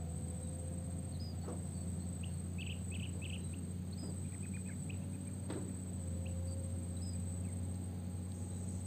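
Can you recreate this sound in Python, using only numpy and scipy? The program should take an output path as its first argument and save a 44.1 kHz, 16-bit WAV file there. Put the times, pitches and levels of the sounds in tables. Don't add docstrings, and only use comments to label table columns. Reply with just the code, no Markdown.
import sys
import numpy as np
from scipy import signal
from scipy.io import wavfile
from scipy.ndimage import uniform_filter1d

SR = 44100
rng = np.random.default_rng(int(sys.argv[2]) if len(sys.argv) > 2 else 0)


def transcribe(signal):
    frames = np.atleast_2d(signal).T
    limited = np.clip(frames, -1, 1)
    pcm = np.round(limited * 32767).astype(np.int16)
    wavfile.write(sys.argv[1], SR, pcm)


N = 390726


def gain_of(db):
    return 10 ** (np.asarray(db) / 20)


def evened(x):
    return x / np.sqrt(np.mean(x ** 2) + 1e-20)


def read(points, hz):
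    f, value = np.transpose(points)
    return np.interp(np.log(hz + 1), np.log(f + 1), value)


def along(rows, t):
    s, *columns = np.transpose(rows)
    return [np.interp(t, s, column) for column in columns]


def add(mix, start_s, sound):
    at = round(start_s * SR)
    part = mix[max(at, 0):][:len(sound) + min(at, 0)]
    part += sound[max(-at, 0):][:len(part)]


def resonate(x, hz, width_hz):
    turn = np.exp(2j * np.pi * np.cumsum(hz * np.ones(len(x))) / SR)
    r = np.exp(-np.pi * width_hz / SR)
    smooth = signal.lfilter([1 - r], [1, -r], x / turn + 1e-18)
    return 2 * (turn * smooth).real


def drift(span_s):
    size = max(round(span_s * SR), 1)
    once = uniform_filter1d(rng.standard_normal(N), size)
    return evened(uniform_filter1d(once, size))


def noise(db, patchy_db, size):
    hop = size // 4
    frames = N // hop + 5
    hz = np.fft.rfftfreq(size, 1 / SR)[:, None]
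    a, b, patches = rng.standard_normal((frames, len(hz), 3)).T
    patches = uniform_filter1d(patches, size=10, axis=0)
    patches = evened(uniform_filter1d(patches, size=10, axis=1))
    level_db = db(hz, np.arange(frames) * hop / SR) + patchy_db * patches
    spectra = (a + 1j * b) * gain_of(level_db)
    return signal.istft(spectra, nperseg=size, noverlap=size - hop)[1][:N]


# pitch_hz, relative level_db
RUMBLE_COLOUR = [(15, -25), (25, -40), (37, -26), (51, -25), (64, -20.5), (96, 0), (134, -4.5), (189, -5.5),
                 (300, -13.5), (535, -20.5), (589, -24), (1010, -33), (2500, -43), (3250, -88),
                 (5500, -120)]
# time_s, level_db, lift_db (added to the colour around 700 Hz)
RUMBLE_SWELL = [(0, -49, 9.5), (1.4, -49, 8), (3.3, -48.5, 1), (4.6, -50, 2.5), (5.5, -48, 1.5),
                (6.3, -49, 3), (8.86, -48.5, 4)]
# pitch_hz, relative level_db
HISS_COLOUR = [(2000, -0.5), (4700, 1), (5000, -13), (6050, -9.5), (6200, -0.5), (7300, -1), (7800, 0),
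               (8480, -9), (8560, -8), (11500, -21), (11700, -8.5), (12800, -7.5), (13000, -6),
               (15500, -2.5)]
HISS_DB = -66


def air():
    def rumble_db(hz, t):
        near_700 = np.exp(-(np.log2((hz + 1) / 700) / 0.13) ** 2)
        return read(RUMBLE_COLOUR, hz) + near_700 * along(RUMBLE_SWELL, t)[1]

    rumble = evened(noise(rumble_db, patchy_db=0.87, size=2048))
    hiss = evened(noise(lambda hz, t: read(HISS_COLOUR, hz), patchy_db=.5, size=1024))
    swell_db = along(RUMBLE_SWELL, np.arange(N) / SR)[0]
    return gain_of(swell_db) * rumble + gain_of(HISS_DB) * hiss


# time_s, firing_rate_hz, order_1_level_db, order_6_level_db (the whine)
ENGINE_RUN = [(0, 83.5, -44, -64), (.35, 84.5, -45, -58.5), (.7, 86.53, -45, -58), (1.3, 87.37, -44.5, -66),
              (1.5, 88.03, -46.5, -70.5), (2.2, 88.1, -44.5, -67), (2.7, 89.34, -44, -96),
              (3.4, 88.77, -44, -65), (3.9, 90.5, -46.5, -83), (4.6, 92.26, -46.5, -90),
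              (5.0, 92.84, -47.5, -64.5), (5.5, 93.95, -47.5, -69.5), (5.92, 92, -47.5, -68),
              (6.08, 87.63, -42, -59), (6.6, 88.84, -41.5, -56), (7.0, 89.47, -43.5, -66),
              (7.5, 90.97, -42, -65.5), (8.2, 91.28, -45, -72.5), (8.86, 92.3, -44, -65.5)]
# time_s, level_db
NINTH_ORDER = [(0, -76), (.35, -69.5), (.6, -79.5), (6.4, -80), (7.4, -72), (8.86, -71.5)]
# time_s, level_db
GEARED_PART = [(0, -57.5), (3, -61), (5.5, -57), (8.86, -56.5)]
# time_s, pitch_hz of order 1, level_db
SECOND_MOTOR = [(0, 47.26, -57), (1.5, 48.19, -53), (3.5, 49.14, -56), (5.2, 49.42, -54.5), (6, 48.74, -58),
                (8.86, 47.9, -74)]
SECOND_DB, THIRD_DB = -51, -67


def engine():
    t = np.arange(N) / SR
    hz, first_db, sixth_db = along(ENGINE_RUN, t)
    turns = np.cumsum(hz * (1 + 0.002827 * drift(0.112))) / SR
    orders = [
        (1, first_db),
        (2, SECOND_DB + 1.5 * drift(.2)),
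        (3, THIRD_DB + 4 * drift(.2)),
        (6, sixth_db),
        (9, along(NINTH_ORDER, t)[0]),
        (2.595, along(GEARED_PART, t)[0]),
    ]
    tones = np.zeros(N)
    for order, db in orders:
        wave = np.sin(2 * np.pi * (order * turns + rng.random()))
        tones += gain_of(db + 0.3 * drift(0.03)) * wave

    motor_hz, motor_db = along(SECOND_MOTOR, t)
    motor_turns = np.cumsum(motor_hz) / SR
    third, fourth = np.sin(2 * np.pi * np.outer((3, 4), motor_turns))
    motor = gain_of(2.8 * drift(0.034)) * third + gain_of(-2.0 + 1.8 * drift(0.19)) * fourth
    return np.sqrt(2) * (tones + gain_of(motor_db) * motor)


# pitch_hz, relative level_db
CHORUS_COLOUR = [(7930, -33), (8020, -9), (8085, -3.5), (8160, -2), (8245, -2.5), (8320, -4), (8450, -14.5),
                 (8540, -66)]
# time_s, level_db
CHORUS_SWELL = [(0, -63.5), (.4, -60.5), (1.0, -64), (1.35, -66), (1.7, -59), (2.6, -64.5), (3.5, -61.5),
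                (3.8, -65), (4.4, -60), (5.05, -63.5), (6.2, -62.5), (7.2, -61), (7.95, -64.5),
                (8.86, -60.5)]


def chorus():
    band = evened(noise(lambda hz, t: read(CHORUS_COLOUR, hz), patchy_db=0.0, size=1024))
    swell_db = along(CHORUS_SWELL, np.arange(N) / SR)[0]
    return gain_of(swell_db + 1.5 * drift(0.016)) * band


def note(shape, db, pitch, length):
    t = np.arange(0, shape[-1][0] * length, 1 / SR)
    hz, level_db = (uniform_filter1d(c, size=40) for c in along(shape, t / length))
    phase = 2 * np.pi * (np.cumsum(hz * pitch) / SR + rng.random())
    flutter = evened(uniform_filter1d(rng.standard_normal(len(t)), size=120))
    unsteady_db = np.clip((-56 - db) / 3, .5, 3)
    wave = np.sin(phase) + gain_of(-37) * np.sin(2 * phase)
    loudness = np.sqrt(2) * gain_of(db + level_db + unsteady_db * flutter)
    return loudness * wave * signal.windows.tukey(len(t), .05)


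# time_s, pitch_hz, relative level_db
WHISTLE = [(0, 4200, -8), (.003, 4450, 0), (.006, 4900, -3), (.012, 5050, 0), (.07, 4960, -1.5),
           (.122, 4800, -6), (.132, 4620, -11), (.138, 4250, -11)]
UPSLUR = [(0, 2200, -20), (.006, 2500, -4), (.0145, 2760, 0), (.0165, 3050, -3), (.019, 3350, -14)]
HOOK = [(0, 2180, -10), (.006, 2450, -2), (.021, 2530, 0), (.029, 2430, -1), (.033, 1950, -2),
        (.039, 1500, -6), (.046, 1230, -16)]
# time_s, pitch_hz, relative level_db
STEP_UP = [(0, 2150, -14), (.006, 2580, -4), (.022, 2620, -2), (.027, 2750, 0), (.030, 3300, -2),
           (.033, 3950, -20)]
FALL = [(0, 3500, -9), (.002, 3200, -1), (.007, 2780, 0), (.015, 2500, -4), (.023, 1950, -26)]
ZIGZAG = [(0, 2100, -22), (.005, 2520, -7), (.013, 2700, 1), (.016, 3250, -3), (.024, 2800, 1),
          (.028, 3400, -8)]
# lag_s (before the length factor), note shape, relative level_db, length_factor
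WARBLE_SYLLABLES = [(0, STEP_UP, -2.5, 1), (0.034, FALL, -0.5, 1), (.07, UPSLUR, -13, .6),
                    (0.082, FALL, -2, 0.84), (.104, ZIGZAG, -1, 1), (.134, FALL, -3, .85)]
# start_s, level_db, pitch_factor, length_factor
WHISTLE_CALLS = [(1.196, -55, 0.994, 1.0), (2.295, -74, 0.88, 0.85), (3.405, -71, .795, 0.9),
                 (3.976, -59.5, 1.0, 1.0), (5.535, -77, .79, 0.87), (7.016, -59, 1.012, 0.98),
                 (8.052, -76, .885, .45), (8.505, -74, .79, .85)]
UPSLUR_CALLS = [(2.231, -47, 1.047, 0.85), (3.53, -53, 1, 0.92), (4.893, -46.5, .97, 0.9),
                (6.255, -51, 1.01, 0.95)]
HOOK_CALLS = [(4.24, -68.5, .98, 0.78), (4.427, -58, 1.01, .85), (4.535, -55, 0.98, 1),
              (4.657, -61, 1.01, .95), (4.915, -66, 1.04, 0.89), (5.012, -67, 1.08, 0.9),
              (5.13, -66, 1.0, .9), (5.263, -65, 0.96, 0.9), (7.134, -70, 0.98, .65),
              (7.442, -64, 1.05, 0.6)]
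WARBLE_CALLS = [(2.582, -45, 1, 1), (2.914, -48, .99, 1.01), (3.216, -46.5, 1, 1)]
# start_s, length_s, first_hz, last_hz (before a 0.99 pitch factor), level_db
PEEP_CALLS = [(0.418, 0.072, 4020, 3780, -74), (1.123, 0.006, 4700, 4300, -62),
              (1.136, 0.011, 4200, 4430, -64), (1.147, 0.0073, 3630, 4420, -61),
              (1.153, 0.011, 4400, 3800, -62), (1.407, 0.055, 4400, 4560, -70),
              (1.735, 0.07, 4600, 4530, -71), (1.803, 0.05, 4500, 4490, -72), (1.99, 0.07, 4150, 4600, -72),
              (2.583, 0.065, 4540, 4636, -72), (3.925, .008, 3830, 4300, -61),
              (3.928, 0.015, 4270, 4520, -55.5), (3.984, 0.0053, 2500, 2300, -65),
              (4.317, 0.013, 2200, 2600, -66), (4.328, 0.015, 1870, 2150, -69),
              (4.342, 0.01266, 2670, 1680, -59.5), (4.688, 0.021, 1900, 1499, -57),
              (4.699, 0.016, 2500, 2050, -63), (4.714, 0.01, 2040, 2320, -58),
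              (4.721, 0.019, 2320, 1700, -64), (6.461, 0.093, 4750, 4630, -67.5),
              (6.967, 0.011, 4020, 3940, -59), (7.469, 0.046, 2463, 1850, -69),
              (5.688, .018, 4600, 4350, -78)]


def birds():
    whistling, warbling = np.zeros(N), np.zeros(N)
    for mix, shape, calls in (
        (whistling, WHISTLE, WHISTLE_CALLS),
        (warbling, UPSLUR, UPSLUR_CALLS),
        (whistling, HOOK, HOOK_CALLS),
    ):
        for start_s, *how in calls:
            add(mix, start_s, note(shape, *how))

    for start_s, db, pitch, length in WARBLE_CALLS:
        for lag_s, shape, syllable_db, stretch in WARBLE_SYLLABLES:
            syllable = note(shape, db + syllable_db, pitch, stretch * length)
            add(warbling, start_s + lag_s * length, syllable)

    for start_s, length, first_hz, last_hz, db in PEEP_CALLS:
        early_hz = .8 * first_hz + .2 * last_hz
        late_hz = .2 * first_hz + .8 * last_hz
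        shape = [(0, first_hz, -12), (.2, early_hz, 0), (.8, late_hz, 0), (1, last_hz, -12)]
        add(whistling, start_s, note(shape, db, 0.99, length))

    t = np.arange(SR // 2) / SR
    onset = np.clip((t - .015) / 0.0011, 0, 1)
    banks = rng.standard_normal(len(t)) * gain_of(-60 * t / 0.27) * onset
    banks = resonate(banks, 3000, 1330)
    sent = gain_of(-19.5) * warbling + gain_of(-16.5) * resonate(whistling, 4200, 3000)
    echoes = signal.oaconvolve(sent, banks / np.linalg.norm(banks))[:N]
    return whistling + warbling + echoes


# (about 500 Hz, level below 200 Hz)
WATER_FLOPS = [(1.435, -53.5, 0.73, 899, 1, -1), (1.479, -45, 0.31, 1230, 5, -4),
               (1.51, -51.5, 0.36, 600.4, 8, -17), (3.15, -58, 0.5, 446, 8, -2.5),
               (4.03, -51, 0.35, 255.1, 20.5, -2.5), (4.085, -55.5, 0.41, 802, 1, -5),
               (5.49, -54, .2, 900, 1, -1), (5.501, -48.5, 0.28, 350, 15, 2.5),
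               (5.53, -54, 0.31, 400, 5, 3), (5.556, -53, 0.41, 340, 15.5, -5),
               (5.575, -56, 0.54, 380, 6, -0.5)]
# pitch_hz, relative level_db
FLOP_COLOUR = [(100, -40), (200, -21), (350, -5), (500, -4.5), (1000, -13), (1700, -18.5), (2500, -28.5),
               (4000, -27), (5000, -37), (7000, -63), (8500, -90)]


def flops():
    def level_db(hz, t):
        power = np.full((len(hz), len(t)), 1e-20)
        for start_s, db, t60_s, hollow_hz, hollow_db, bright_db in WATER_FLOPS:
            now = (t >= start_s) & (t < start_s + 2 * t60_s)
            age_s = t[now] - start_s
            fall = -60 * age_s / (t60_s * (500 / (hz + 100)) ** 0.19)
            hollow = hollow_db * np.exp(-(np.log2((hz + 1) / hollow_hz) / .3) ** 2)
            bright = bright_db * np.log2(np.maximum(hz, 200) / 500)
            power[:, now] += gain_of(2 * (db + fall + hollow + bright))
        return 10 * np.log10(power) + read(FLOP_COLOUR, hz)

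    steady = noise(lambda hz, t: read(FLOP_COLOUR, hz), patchy_db=0, size=512)
    return noise(level_db, patchy_db=1.2, size=512) / steady.std()


# start_s, level_db, pitch_hz, t60_s
TICKS_AND_KNOCKS = [(1.479, -42, 480, .2), (1.48, -56, 1300, .1), (1.482, -64, 5700, .12),
                    (5.501, -40, 380, .12), (5.553, -41, 330, .15), (5.572, -41, 380, .12),
                    (5.597, -41, 300, .12), (5.618, -40, 320, .08), (5.5, -56, 4000, .07),
                    (5.503, -52, 1750, .1), (5.696, -52, 1900, .01), (7.743, -53, 4300, .025),
                    (7.743, -55, 6550, .025), (8.32, -41, 4100, .003)]


def ticks_and_knocks():
    out = np.zeros(N)
    t = np.arange(SR // 5) / SR
    grits = rng.standard_normal((len(TICKS_AND_KNOCKS), len(t)))
    for (start_s, db, hz, t60_s), grit in zip(TICKS_AND_KNOCKS, grits):
        rough = min(hz * t60_s / 400, 1)
        spit = evened(resonate(resonate(grit, hz, .25 * hz), hz, .25 * hz))
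        ring = np.sin(2 * np.pi * hz * t)
        envelope = np.minimum(t / .0002, 1) * gain_of(db - 60 * t / t60_s)
        add(out, start_s, envelope * ((1 - rough) * ring + rough * spit))
    return out


# time_s, level_db
CAST_LINE = [(8.325, -85), (8.345, -67), (8.5, -72.5), (8.776, -65.5), (8.86, -81)]


def cast():
    t = np.arange(N) / SR
    line = resonate(rng.standard_normal(N), 6870, 1500)
    line = evened(resonate(line, 6720, 1500))
    return line * gain_of(along(CAST_LINE, t)[0]) * (t > CAST_LINE[0][0])


# start_s (first stroke), chirp_rate_hz, chirps, level_db (against its usual level)
HIGH_PHRASES = [(.101, 16.08, 17, 1.5), (1.444, 15.97, 17, -1), (2.766, 16.13, 16, -.5),
                (3.918, 16.25, 16, -.5), (5.134, 16.16, 17, 0), (6.457, 16.12, 23, 0),
                (8.114, 16.1, 13, -2.5)]
LOW_PHRASES = [(.002, 14.13, 7, -2), (1.367, 14.23, 12, -2), (2.513, 14.33, 12, -1), (3.966, 14.29, 15, -1),
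               (5.521, 14.23, 15, 0), (6.928, 14.25, 7, 0), (8.405, 14.25, 7, -3)]
# pitch_hz, relative level_db
HIGH_SIDE_TONES = [(8105, -10), (7797, -19), (7600, -20)]
# pitch_hz, relative level_db
HIGH_RASP_COLOUR = [(7100, -34), (7400, -9), (7600, -2), (7750, -6), (8000, 0), (8200, -7), (8400, -4),
                    (8480, -11), (8540, -46)]
LOW_RASP_COLOUR = [(7400, -27.5), (7720, 0.5), (7880, 5.5), (8050, 9.5), (8150, -26.5)]


def katydid(phrases, wing_hz, side_tones, rasp, rasp_db, stroke_s, second, first_db, warm_s):
    tone, effort = np.zeros(N), np.zeros(N)
    stroke = signal.windows.tukey(round(stroke_s * SR), .8)
    t = np.arange(len(stroke)) / SR
    all_tones = [(wing_hz, 0)] + side_tones
    for start_s, rate_hz, chirps, db in phrases:
        chirp_times = start_s + np.arange(round(chirps)) / rate_hz
        chances = rng.standard_normal((len(chirp_times), 2, 3))
        strokes = ((0, first_db), (second / rate_hz, 0))
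        for at, chance in zip(chirp_times, chances):
            cold = np.exp(-(at - start_s) / warm_s)
            for (lag, level_db), (size, tune, turn) in zip(strokes, chance):
                push = (1 - 0.27 * cold) * gain_of(db + level_db + 1.9 * size) * stroke
                hz = wing_hz * (1 - 0.0033 * cold + 0.0016 * tune)
                begin = at + lag - stroke_s / 2
                add(effort, begin - .007, push * gain_of(-3 * (lag > 0)))
                wave = np.zeros(len(t))
                for tone_hz, tone_db in all_tones:
                    phase = 2 * np.pi * tone_hz / wing_hz * (hz * t + 10 * turn)
                    wave += gain_of(tone_db) * np.sin(phase)
                add(tone, begin, push * np.sqrt(2) * wave)
    scrape = evened(noise(lambda hz, t: read(rasp, hz), patchy_db=-1.0, size=1024))
    return tone + gain_of(rasp_db) * effort * scrape


GRASS_T60_S, GRASS_DB = 0.14, -11.5


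def grass(x):
    t = np.arange(SR // 5) / SR
    tail = rng.standard_normal(len(t)) * gain_of(-60 * t / GRASS_T60_S)
    return x + gain_of(GRASS_DB) * signal.oaconvolve(x, tail / np.linalg.norm(tail))[:N]


def scene():
    high = katydid(HIGH_PHRASES, 8280, HIGH_SIDE_TONES, HIGH_RASP_COLOUR, rasp_db=-7,
                   stroke_s=.020, second=.31, first_db=-2.5, warm_s=0.011)
    low = katydid(LOW_PHRASES, 7975, [], LOW_RASP_COLOUR, rasp_db=-3,
                  stroke_s=0.026, second=.35, first_db=-4.0, warm_s=0.07)
    katydids = grass(gain_of(-55.0) * high + gain_of(-56.0) * low)
    background = air() + engine() + chorus()
    pond = flops() + ticks_and_knocks() + cast()
    return (background + birds() + pond + katydids)[None]


EDGE_HZ = 15500


def record(dry):
    low_pass = signal.firwin(1023, EDGE_HZ, window=("kaiser", 9), fs=SR)
    return signal.oaconvolve(dry, low_pass[None], "same")


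dry = scene()
out = record(dry)
transcribe(out)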